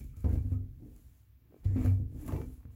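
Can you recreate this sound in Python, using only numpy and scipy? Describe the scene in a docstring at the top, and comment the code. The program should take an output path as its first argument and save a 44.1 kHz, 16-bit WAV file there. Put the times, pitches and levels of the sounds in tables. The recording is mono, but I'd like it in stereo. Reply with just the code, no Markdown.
"""A turtle shoves its shell against a rubber-tipped door stopper in a quiet carpeted room.
Each bump makes the door boom and the stopper thrum, and the door shudders while the turtle leans.
Between bumps the shell drags over the tip in tiny slips that rasp and briefly sing, while claws and
belly rustle in the carpet. A close stereo microphone has the turtle mostly on its left and a few
light ticks on its right, over a low room hush."""
import sys
import numpy as np
from scipy import signal
from scipy.fft import rfft, irfft
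from scipy.io import wavfile
from scipy.ndimage import uniform_filter1d, map_coordinates

SR = 44100
rng = np.random.default_rng(int(sys.argv[2]) if len(sys.argv) > 2 else 0)


def log_audio(samples):
    """Write samples as a 16-bit WAV file to the path given in sys.argv[1]."""
    # one column per channel
    frames = np.atleast_2d(samples).T
    # limit to full scale, then quantise
    limited = np.clip(frames, -1, 1)
    pcm = np.round(limited * 32767).astype(np.int16)
    wavfile.write(sys.argv[1], SR, pcm)


N = 121275
FFT_SIZE = 2 ** 17
HZ = np.maximum(np.arange(FFT_SIZE // 2 + 1) * SR / FFT_SIZE, 1)
TIME = np.arange(N) / SR
RASP_SLIPS_PER_S = 700


def from_db(db):
    return 10 ** (np.asarray(db) / 20)


def unit_rms(x):
    return x / np.sqrt(np.mean(x ** 2) + 1e-20)


def steady(x, samples):
    """Even out a signal to a running rms of 1."""
    return x / np.sqrt(uniform_filter1d(x ** 2, size=samples) + 1e-9)


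def at_hz(points):
    """A curve read on the frequency grid."""
    hz, value = np.transpose(points)
    return np.interp(np.log(HZ), np.log(hz), value)


def envelopes(rows):
    """Each dB column of a curve as a gain in time."""
    time_s, *columns = np.transpose(rows)
    return [from_db(np.interp(TIME, time_s, db)) for db in columns]


def filtered(x, response):
    return irfft(rfft(x, FFT_SIZE) * response)[..., :N]


def colour(points, resonances=()):
    """Causal filter of unit power gain: a broad slope with resonant peaks on it."""
    gain = from_db(at_hz(points))
    for hz, width_hz, db in resonances:
        gain *= 1 + (from_db(db) - 1) / (1 + (2 * (HZ - hz) / width_hz) ** 2)
    cepstrum = irfft(np.log(unit_rms(gain) + 1e-9))
    cepstrum[1:FFT_SIZE // 2] *= 2  # fold for minimum phase
    cepstrum[FFT_SIZE // 2 + 1:] = 0
    return np.exp(rfft(cepstrum))


def clicks(start_s, level_db):
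    """One click at each time, at its own level."""
    return np.bincount((np.asarray(start_s) * SR).astype(int), from_db(level_db), N)[:N]


def bursts(start_s, level_db, t60_s=0.022):
    """Envelope that jumps at each time and dies quickly."""
    decay = from_db(-60 / (t60_s * SR))
    return signal.lfilter([1], [1, -decay], clicks(start_s, level_db) + 1e-18)


def ring(x, hz, t60_s):
    """One mode: a unit click sets a sine of height 1 ringing."""
    decay, angle = from_db(-60 / (t60_s * SR)), 2 * np.pi * hz / SR
    return signal.lfilter([0, np.sin(angle)], [1, -2 * decay * np.cos(angle), decay ** 2], x + 1e-18)


def slips(per_s, spread_db, smooth_db):
    """Stick-slip: random clicks of uneven size over smooth friction, evened out to rms 1."""
    sizes = from_db(spread_db * np.minimum(rng.exponential(1, N), 4)) * rng.choice([-1, 1], N)
    catches = unit_rms(sizes * (rng.random(N) < per_s / SR))
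    friction = from_db(smooth_db) * rng.standard_normal(N)
    return steady(catches + friction, samples=1500)


def soft_contact(length_s):
    """Frequency response of a force that swells and lets go."""
    force = TIME * np.exp(-TIME / (length_s / 10))
    return rfft(force / force.sum(), FFT_SIZE)


# The still room at the microphone: frequency_hz, relative_db
HUSH_COLOUR = [(15, -36.5), (25, -22), (43, -22.5), (62, 0.5), (82, -11.5), (104, -6.5), (135, -18),
               (183, -31.5), (245, -27.5), (400, -41), (850, -48), (1700, -43.5), (2500, -46),
               (5000, -52.5), (9000, -59), (11800, -47.5), (15500, -41.5)]
# How alike the hush is on the two sides: frequency_hz, correlation
HUSH_LIKENESS = [(50, 0.61), (200, 1), (600, 0.16), (2000, 0.068), (15000, 0.29)]

def hush(left_db=-57.5, right_db=-60.5):
    """Low room noise all around, and the microphone's own hiss."""
    mid, side = rfft(rng.standard_normal((2, N)), FFT_SIZE)
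    alike = at_hz(HUSH_LIKENESS)
    pair = np.sqrt(1 + alike) * mid + np.sqrt(1 - alike) * side * [[1], [-1]]
    noise = irfft(pair * colour(HUSH_COLOUR))[:, :N]
    return from_db([[left_db], [right_db]]) * unit_rms(noise)


# The turtle's place, close on the left: frequency_hz, left_minus_right_db
BALANCE = [(60, 3), (200, 5), (380, 7), (700, 9), (1200, 7), (2400, 10), (4400, 6.5), (6500, 9), (9000, 0),
           (11500, -4), (14500, 2.5)]

def pan(left_lead_s=0.00006):
    """Left and right response; the sound reaches the left side a little sooner."""
    gain = from_db(at_hz(BALANCE) * [[0.5], [-0.5]])
    delay = np.exp(-2j * np.pi * HZ * left_lead_s * np.array([[0], [1]]))
    return gain / gain.mean(axis=0) * delay


# The carpeted room, heard from close to the door: frequency_hz, reflected_minus_direct_db
REFLECTIONS = [(60, -10.5), (130, -4), (260, -11), (600, -0.5), (1200, -3), (2400, -4), (8000, 0.5),
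               (15000, -4.5)]

def room(x, t60_s=0.2):
    """Direct sound plus a short tail for each channel, placed to the left."""
    tail = rng.standard_normal((2, N)) * from_db(-60 * TIME / t60_s) * (TIME > 0.002)
    tail /= np.sqrt(np.sum(tail ** 2, axis=1, keepdims=True))
    wet = from_db(at_hz(REFLECTIONS))
    return filtered(x, pan() * (1 + wet * rfft(tail, FFT_SIZE)) / np.sqrt(1 + wet ** 2))


# Light ticks close to the microphone: start_s, level_db, left_minus_right_db, low_hz, high_hz
TICKS = [(1.524, -54, -13, 280, 530), (1.543, -49, -11.5, 280, 565), (1.564, -54.5, -19.5, 262, 460),
         (2.606, -68, -17, 745, 1290), (2.631, -60, -5, 700, 1790), (2.654, -57, -10, 650, 1700)]

def ticks():
    """Small dry ticks, each in a band of its own, mostly on the right."""
    out = np.zeros((2, N))
    for start_s, db, pan_db, low_hz, high_hz in TICKS:
        band = signal.butter(2, [low_hz, high_hz], "band", fs=SR, output="sos")
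        tick = signal.sosfilt(band, clicks([start_s], [0]) + 1e-18)
        out += tick / np.abs(tick).max() * from_db([[db + pan_db / 2], [db - pan_db / 2]])
    return out


# The door under the turtle's weight: time_s, level_db
SHUDDER_LEVELS = [(0.0, -35.5), (0.21, -43.5), (0.26, -30), (0.3, -52), (0.33, -28), (1.11, -52.5),
                  (1.16, -70.5), (1.59, -66.5), (1.66, -27.5), (1.74, -35), (1.81, -25), (1.83, -38),
                  (2.03, -32), (2.06, -39), (2.28, -36.5), (2.33, -28.5), (2.5, -41), (2.6, -54)]
# Its deep rumble: frequency_hz, relative_db
SHUDDER_COLOUR = [(15, -17.5), (28, 1.5), (39, 16.5), (58, -2), (76, -4), (100, -13), (135, -7.5),
                  (180, -25.5), (300, -31), (800, -74.5)]

def door_shudder():
    """The door shudders as long as the turtle leans on it."""
    level, = envelopes(SHUDDER_LEVELS)
    rumble = filtered(rng.standard_normal(N), colour(SHUDDER_COLOUR))
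    return level * steady(rumble, samples=5000)


def moving_contact(x, depth_db=1.5, patch_hz=900, patch_s=0.035):
    """The point of contact moves, so short-lived peaks come and go in the treble."""
    hz, time_s, frames = signal.stft(x, SR, nperseg=256)
    field = rng.standard_normal((100, 400))
    grid = np.meshgrid(hz / patch_hz, time_s / patch_s, indexing="ij")
    gain_db = depth_db * map_coordinates(field, grid, order=1, mode="mirror")
    return signal.istft(frames * unit_rms(from_db(gain_db)), SR)[1][..., :N]


# Rustle down at the carpet, in two spells: time_s, relative_db
GRIT_SPELLS = [
    [(0.0, -60.5), (0.022, -66), (0.156, -79), (0.168, -70), (0.278, -70.5), (0.338, -63), (0.408, -74),
     (0.476, -73.5), (0.526, -71.5), (0.54, -72), (0.62, -87), (0.77, -84.5), (0.97, -72), (1.206, -76),
     (1.312, -93), (1.35, -106)],
    [(1.6, -78.5), (1.636, -81), (1.646, -68), (1.676, -76), (1.73, -74), (1.862, -58.5), (1.876, -62),
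     (2.07, -86.5), (2.08, -82.5), (2.222, -62.5), (2.248, -65.5), (2.266, -59), (2.5, -70), (2.548, -68.5),
     (2.684, -89), (2.72, -76.5)],
]
# Its gritty treble: frequency_hz, relative_db
GRIT_SPECTRUM = [(500, -15.5), (1500, -6), (3000, -7), (5200, -6.5), (7400, -0.5), (8600, -6.5),
                 (10400, 0.5), (13000, -0.5), (15500, -0.5)]
# Shell ridges catching, here and in shell_scrape(): start_s, crisp_db, rasp_db
RIDGE_CATCHES = [(0.042, -55, -78), (0.168, -54.5, -65), (0.206, -53, -80), (0.244, -66, -47.5),
                 (0.258, -70, -55), (0.292, -53, -66), (0.331, -62, -66), (0.341, -58, -67),
                 (0.520, -56, -69), (0.53, -63, -78), (0.963, -56.5, -67), (1.644, -77, -58),
                 (1.767, -72, -53), (1.849, -44, -49), (1.859, -52, -39.5), (2.213, -50, -65),
                 (2.263, -46, -70), (2.278, -41, -41.5), (2.285, -44.5, -61), (2.322, -52, -43.5),
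                 (2.364, -52, -43.5), (2.416, -58, -49), (2.538, -61, -78)]
# Their crisp top, heard close: frequency_hz, relative_db
CRISP_COLOUR = [(1000, -17), (3000, -22.5), (5500, -13.5), (7400, 0.5), (8600, -10), (10400, 0),
                (13000, -5.5), (15500, 0.5)]

def grit(rustle_gain_db=2.5, likeness=0.12):
    """Fine grains from shell and carpet fibres, and crisp scratches; scattered, so the sides differ."""
    level, = envelopes(np.vstack(GRIT_SPELLS))
    start_s, crisp_db, _ = np.transpose(RIDGE_CATCHES)
    # Three streams of grains: left, right and common to both.
    fine = np.array([slips(per_s=2500, spread_db=2.5, smooth_db=2) for _ in range(3)])
    crisp = np.array([slips(per_s=5600, spread_db=7.5, smooth_db=-9) for _ in range(3)])
    rustle = from_db(rustle_gain_db) * filtered(level * fine, colour(GRIT_SPECTRUM))
    scratches = filtered(bursts(start_s, crisp_db) * crisp, colour(CRISP_COLOUR))
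    grains = rustle + scratches
    pair = np.sqrt(likeness) * grains[2] + np.sqrt(1 - likeness) * grains[:2]
    return filtered(moving_contact(pair), np.abs(pan()))


# Thin notes from the rubbed tip: start_s, length_s, pitch_hz, width_hz, level_db
FRICTION_NOTES = [(0.0, 0.017, 2280, 111, -67), (0.02, 0.26, 2310, 110, -82), (0.126, 0.11, 1260, 110, -78),
                  (0.157, 0.042, 7100, 700, -73.5), (0.237, 0.029, 720, 160, -52.5),
                  (0.28, 0.042, 1670, 500, -64), (0.511, 0.053, 1230, 110, -69.5),
                  (0.514, 0.034, 2240, 78.5, -78), (1.639, 0.011, 4300, 2510, -63.5),
                  (1.637, 0.14, 7460, 994, -73), (1.646, 0.23, 1940, 295, -69.5),
                  (1.765, 0.14, 2300, 156, -63), (1.79, .13, 690, 71.3, -58.5),
                  (1.804, 0.063, 1160, 90, -62.5), (1.787, 0.026, 7440, 900, -63.5),
                  (2.277, 0.018, 1163, 99, -50.5), (2.279, .12, 864, 25, -56.5),
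                  (2.318, 0.0077, 1780, 400, -60.5), (2.319, 0.098, 379, 55.6, -44)]

def friction_singing(attack_s=0.008, t60_s=0.053):
    """Slips feed one resonance for a moment, which then dies away."""
    out = np.zeros(N)
    for start_s, length_s, hz, width_hz, db in FRICTION_NOTES:
        friction = slips(RASP_SLIPS_PER_S, spread_db=1.5, smooth_db=-0.5)
        tone = ring(friction, hz, t60_s=np.log(1000) / (np.pi * width_hz))
        attack = np.clip((TIME - start_s) / attack_s, 0, 1)
        release = from_db(-60 * np.maximum(TIME - start_s - length_s, 0) / t60_s)
        out += from_db(db) * steady(tone, samples=2500) * attack * release
    return out


# Shell rubbing near the microphone, in two spells: time_s, body_relative_db, rasp_relative_db
RUB_SPELLS = [
    [(0.0, -51.5, -72), (0.1, -73, -105), (0.21, -66, -81), (0.232, -73, -70), (0.246, -27, -60.5),
     (0.296, -42, -63), (0.354, -39, -56.5), (0.426, -61, -74), (0.498, -55, -71.5), (0.528, -49.5, -63.5),
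     (0.574, -55.5, -93), (0.678, -60, -109), (0.742, -79, -84), (0.824, -53, -87), (0.878, -55.5, -81),
     (0.904, -65, -104), (0.918, -58, -77), (0.958, -62, -81), (1.2, -83.5, -82.5)],
    [(1.35, -84, -91), (1.55, -58.5, -74), (1.62, -74, -79), (1.656, -47, -65), (1.742, -49, -72),
     (1.77, -35, -48), (1.792, -39.5, -57), (1.864, -48, -51.5), (1.976, -54.5, -74), (2.0, -49, -83),
     (2.084, -63.5, -90), (2.16, -48, -73), (2.206, -51.5, -63), (2.272, -44.5, -61), (2.278, -42.5, -55),
     (2.334, -43.5, -52.5), (2.424, -55, -66), (2.466, -52.5, -78), (2.6, -67, -75.5)],
]
# Resonances of shell and stopper, also heard in the clack: pitch_hz, width_hz, boost_db
SHELL_RESONANCES = [(303.7, 9.7, 8.5), (381, 4.7, 2), (422, 17, 5), (460, 7.2, 11), (700, 31, 4.5),
                    (866, 7.3, 2.5), (1136, 76, 7.5), (1757, 36, 3), (2320, 25, 14.5), (2685, 170, 6)]
# The low body of the scrape: frequency_hz, relative_db
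BODY_SPECTRUM = [(60, -31), (130, -2), (230, 2.5), (330, -1.5), (470, -10.5), (560, -19), (720, -19.5),
                 (1000, -36), (3000, -70.5)]
# The rasp above it: frequency_hz, relative_db
RASP_SPECTRUM = [(250, -39.5), (540, -4.5), (700, 2.5), (1100, -5), (1500, -7), (2100, -9.5), (3000, -16.5),
                 (6000, -22), (15000, -81)]

def shell_scrape(body_gain_db=-2, rasp_gain_db=-3.5):
    """The shell drags over the tip: coarse slips sound its body, finer ones rasp, harder at a catch."""
    body_level, rasp_level = envelopes(np.vstack(RUB_SPELLS))
    start_s, _, catch_db = np.transpose(RIDGE_CATCHES)
    rasp_level = np.hypot(from_db(rasp_gain_db) * rasp_level, bursts(start_s, catch_db))
    coarse = slips(per_s=500, spread_db=3.5, smooth_db=-10.5)
    fine = slips(RASP_SLIPS_PER_S, spread_db=3, smooth_db=-5.5)
    body = filtered(body_level * coarse, colour(BODY_SPECTRUM, SHELL_RESONANCES))
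    rasp = filtered(rasp_level * fine, colour(RASP_SPECTRUM, SHELL_RESONANCES))
    return from_db(body_gain_db) * body + rasp


# The hard shell's knock at close range: frequency_hz, relative_db
CLACK_SPECTRUM = [(60, -9.5), (180, -13.5), (350, -3.5), (600, 4.5), (1100, -39.5), (2000, -35),
                  (4000, -32.5), (8000, -30), (15000, -33)]

def shell_clack(hits, crunch_db=-23, t60_s=0.06):
    """Each hit sends a click and a short crunch through the shell's resonances."""
    crunch = from_db(crunch_db - 60 * TIME / t60_s) * rng.standard_normal(N)
    impact = 0.5 * (TIME == 0) + crunch
    shell = colour(CLACK_SPECTRUM, SHELL_RESONANCES)
    shell /= np.abs(irfft(shell)).max()  # a unit click peaks at 1
    return filtered(filtered(hits, rfft(impact, FFT_SIZE)), shell)


# The stopper's two bending modes: pitch_hz, t60_s
STOPPER_MODES = [(96.3, 0.45), (254, 0.42)]
# The door's modes: pitch_hz, gain_db, t60_s
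DOOR_MODES = [(39.6, -37, 0.83), (56.3, -5.5, 1), (72.9, 2.5, 0.34), (121.6, -1.5, 0.26), (130, -21.5, .2),
              (151, -23.5, 0.11), (193.3, -7, 0.13), (221.1, -11, .2), (296.4, -30, 0.12),
              (353, -29.5, 0.1), (450, -19.5, 0.29)]
# The shell bumps or slips off the stopper, close on the left; how hard each part is driven:
# start_s, door_db, stopper_low_db, stopper_upper_db, clack_db
SHELL_BUMPS = [(0.045, -45, -62, -52, -74), (0.169, -48, -41, -61, -57), (0.243, -26.5, -34, -35.5, -38),
               (0.255, -28.5, -28, -66, -58), (0.329, -30.5, -34.5, -41, -40), (0.372, -32, -29, -50, -63),
               (0.445, -74, -32, -37, -54), (0.519, -33.5, -25.5, -33, -48), (0.831, -52.5, -74, -49, -69),
               (0.868, -46, -76, -50, -67), (1.643, -62, -60, -62, -76), (1.654, -34, -21.5, -46, -68),
               (1.716, -56, -32.5, -41.5, -75), (1.759, -32.5, -46, -30, -37), (1.778, -52, -56, -26, -54),
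               (1.846, -30, -22.5, -30.5, -30), (1.866, -44, -23.5, -36, -54),
               (1.909, -56, -26.5, -80, -73), (2.000, -32, -43, -45, -65), (2.146, -42.5, -60, -46, -70),
               (2.28, -44, -36.5, -36, -38), (2.322, -36, -39, -60, -30), (2.411, -37, -50, -41, -44),
               (2.463, -41.5, -65, -43, -63), (2.652, -42, -44.5, -54.5, -71)]

def shell_bumps(contact_s=0.0034, shove_s=0.011):
    """The rubber tip softens each bump into door and stopper; the hard shell adds a clack."""
    start_s, door_db, low_db, upper_db, clack_db = np.transpose(SHELL_BUMPS)
    door = sum(ring(clicks(start_s, door_db + db), hz, t60_s) for hz, db, t60_s in DOOR_MODES)
    (low_hz, low_t60_s), (upper_hz, upper_t60_s) = STOPPER_MODES
    low_mode = ring(clicks(start_s, low_db), low_hz, low_t60_s)
    upper_mode = ring(clicks(start_s, upper_db), upper_hz, upper_t60_s)
    boom = filtered(door + upper_mode, soft_contact(contact_s))
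    shove = soft_contact(shove_s)
    shove /= np.interp(low_hz, HZ, np.abs(shove))  # slows the low mode's onset but keeps its level
    thrum = filtered(low_mode, shove)
    return boom + thrum + shell_clack(clicks(start_s, clack_db))


def scene():
    """Shell, stopper and door sound through the room; grit and ticks reach the microphone dry."""
    at_the_door = shell_bumps() + shell_scrape() + friction_singing() + door_shudder()
    return room(at_the_door) + grit() + ticks() + hush()


def record(dry, low_cut_hz=54.4, high_cut_hz=15850):
    """The deepest bass is rolled off and the top is cut off steeply."""
    low_cut = signal.butter(3, low_cut_hz, "high", fs=SR, output="sos")
    high_cut = 1 / np.sqrt(1 + (HZ / high_cut_hz) ** 300)
    return filtered(signal.sosfilt(low_cut, dry), high_cut)


dry = scene()
out = record(dry)
log_audio(out)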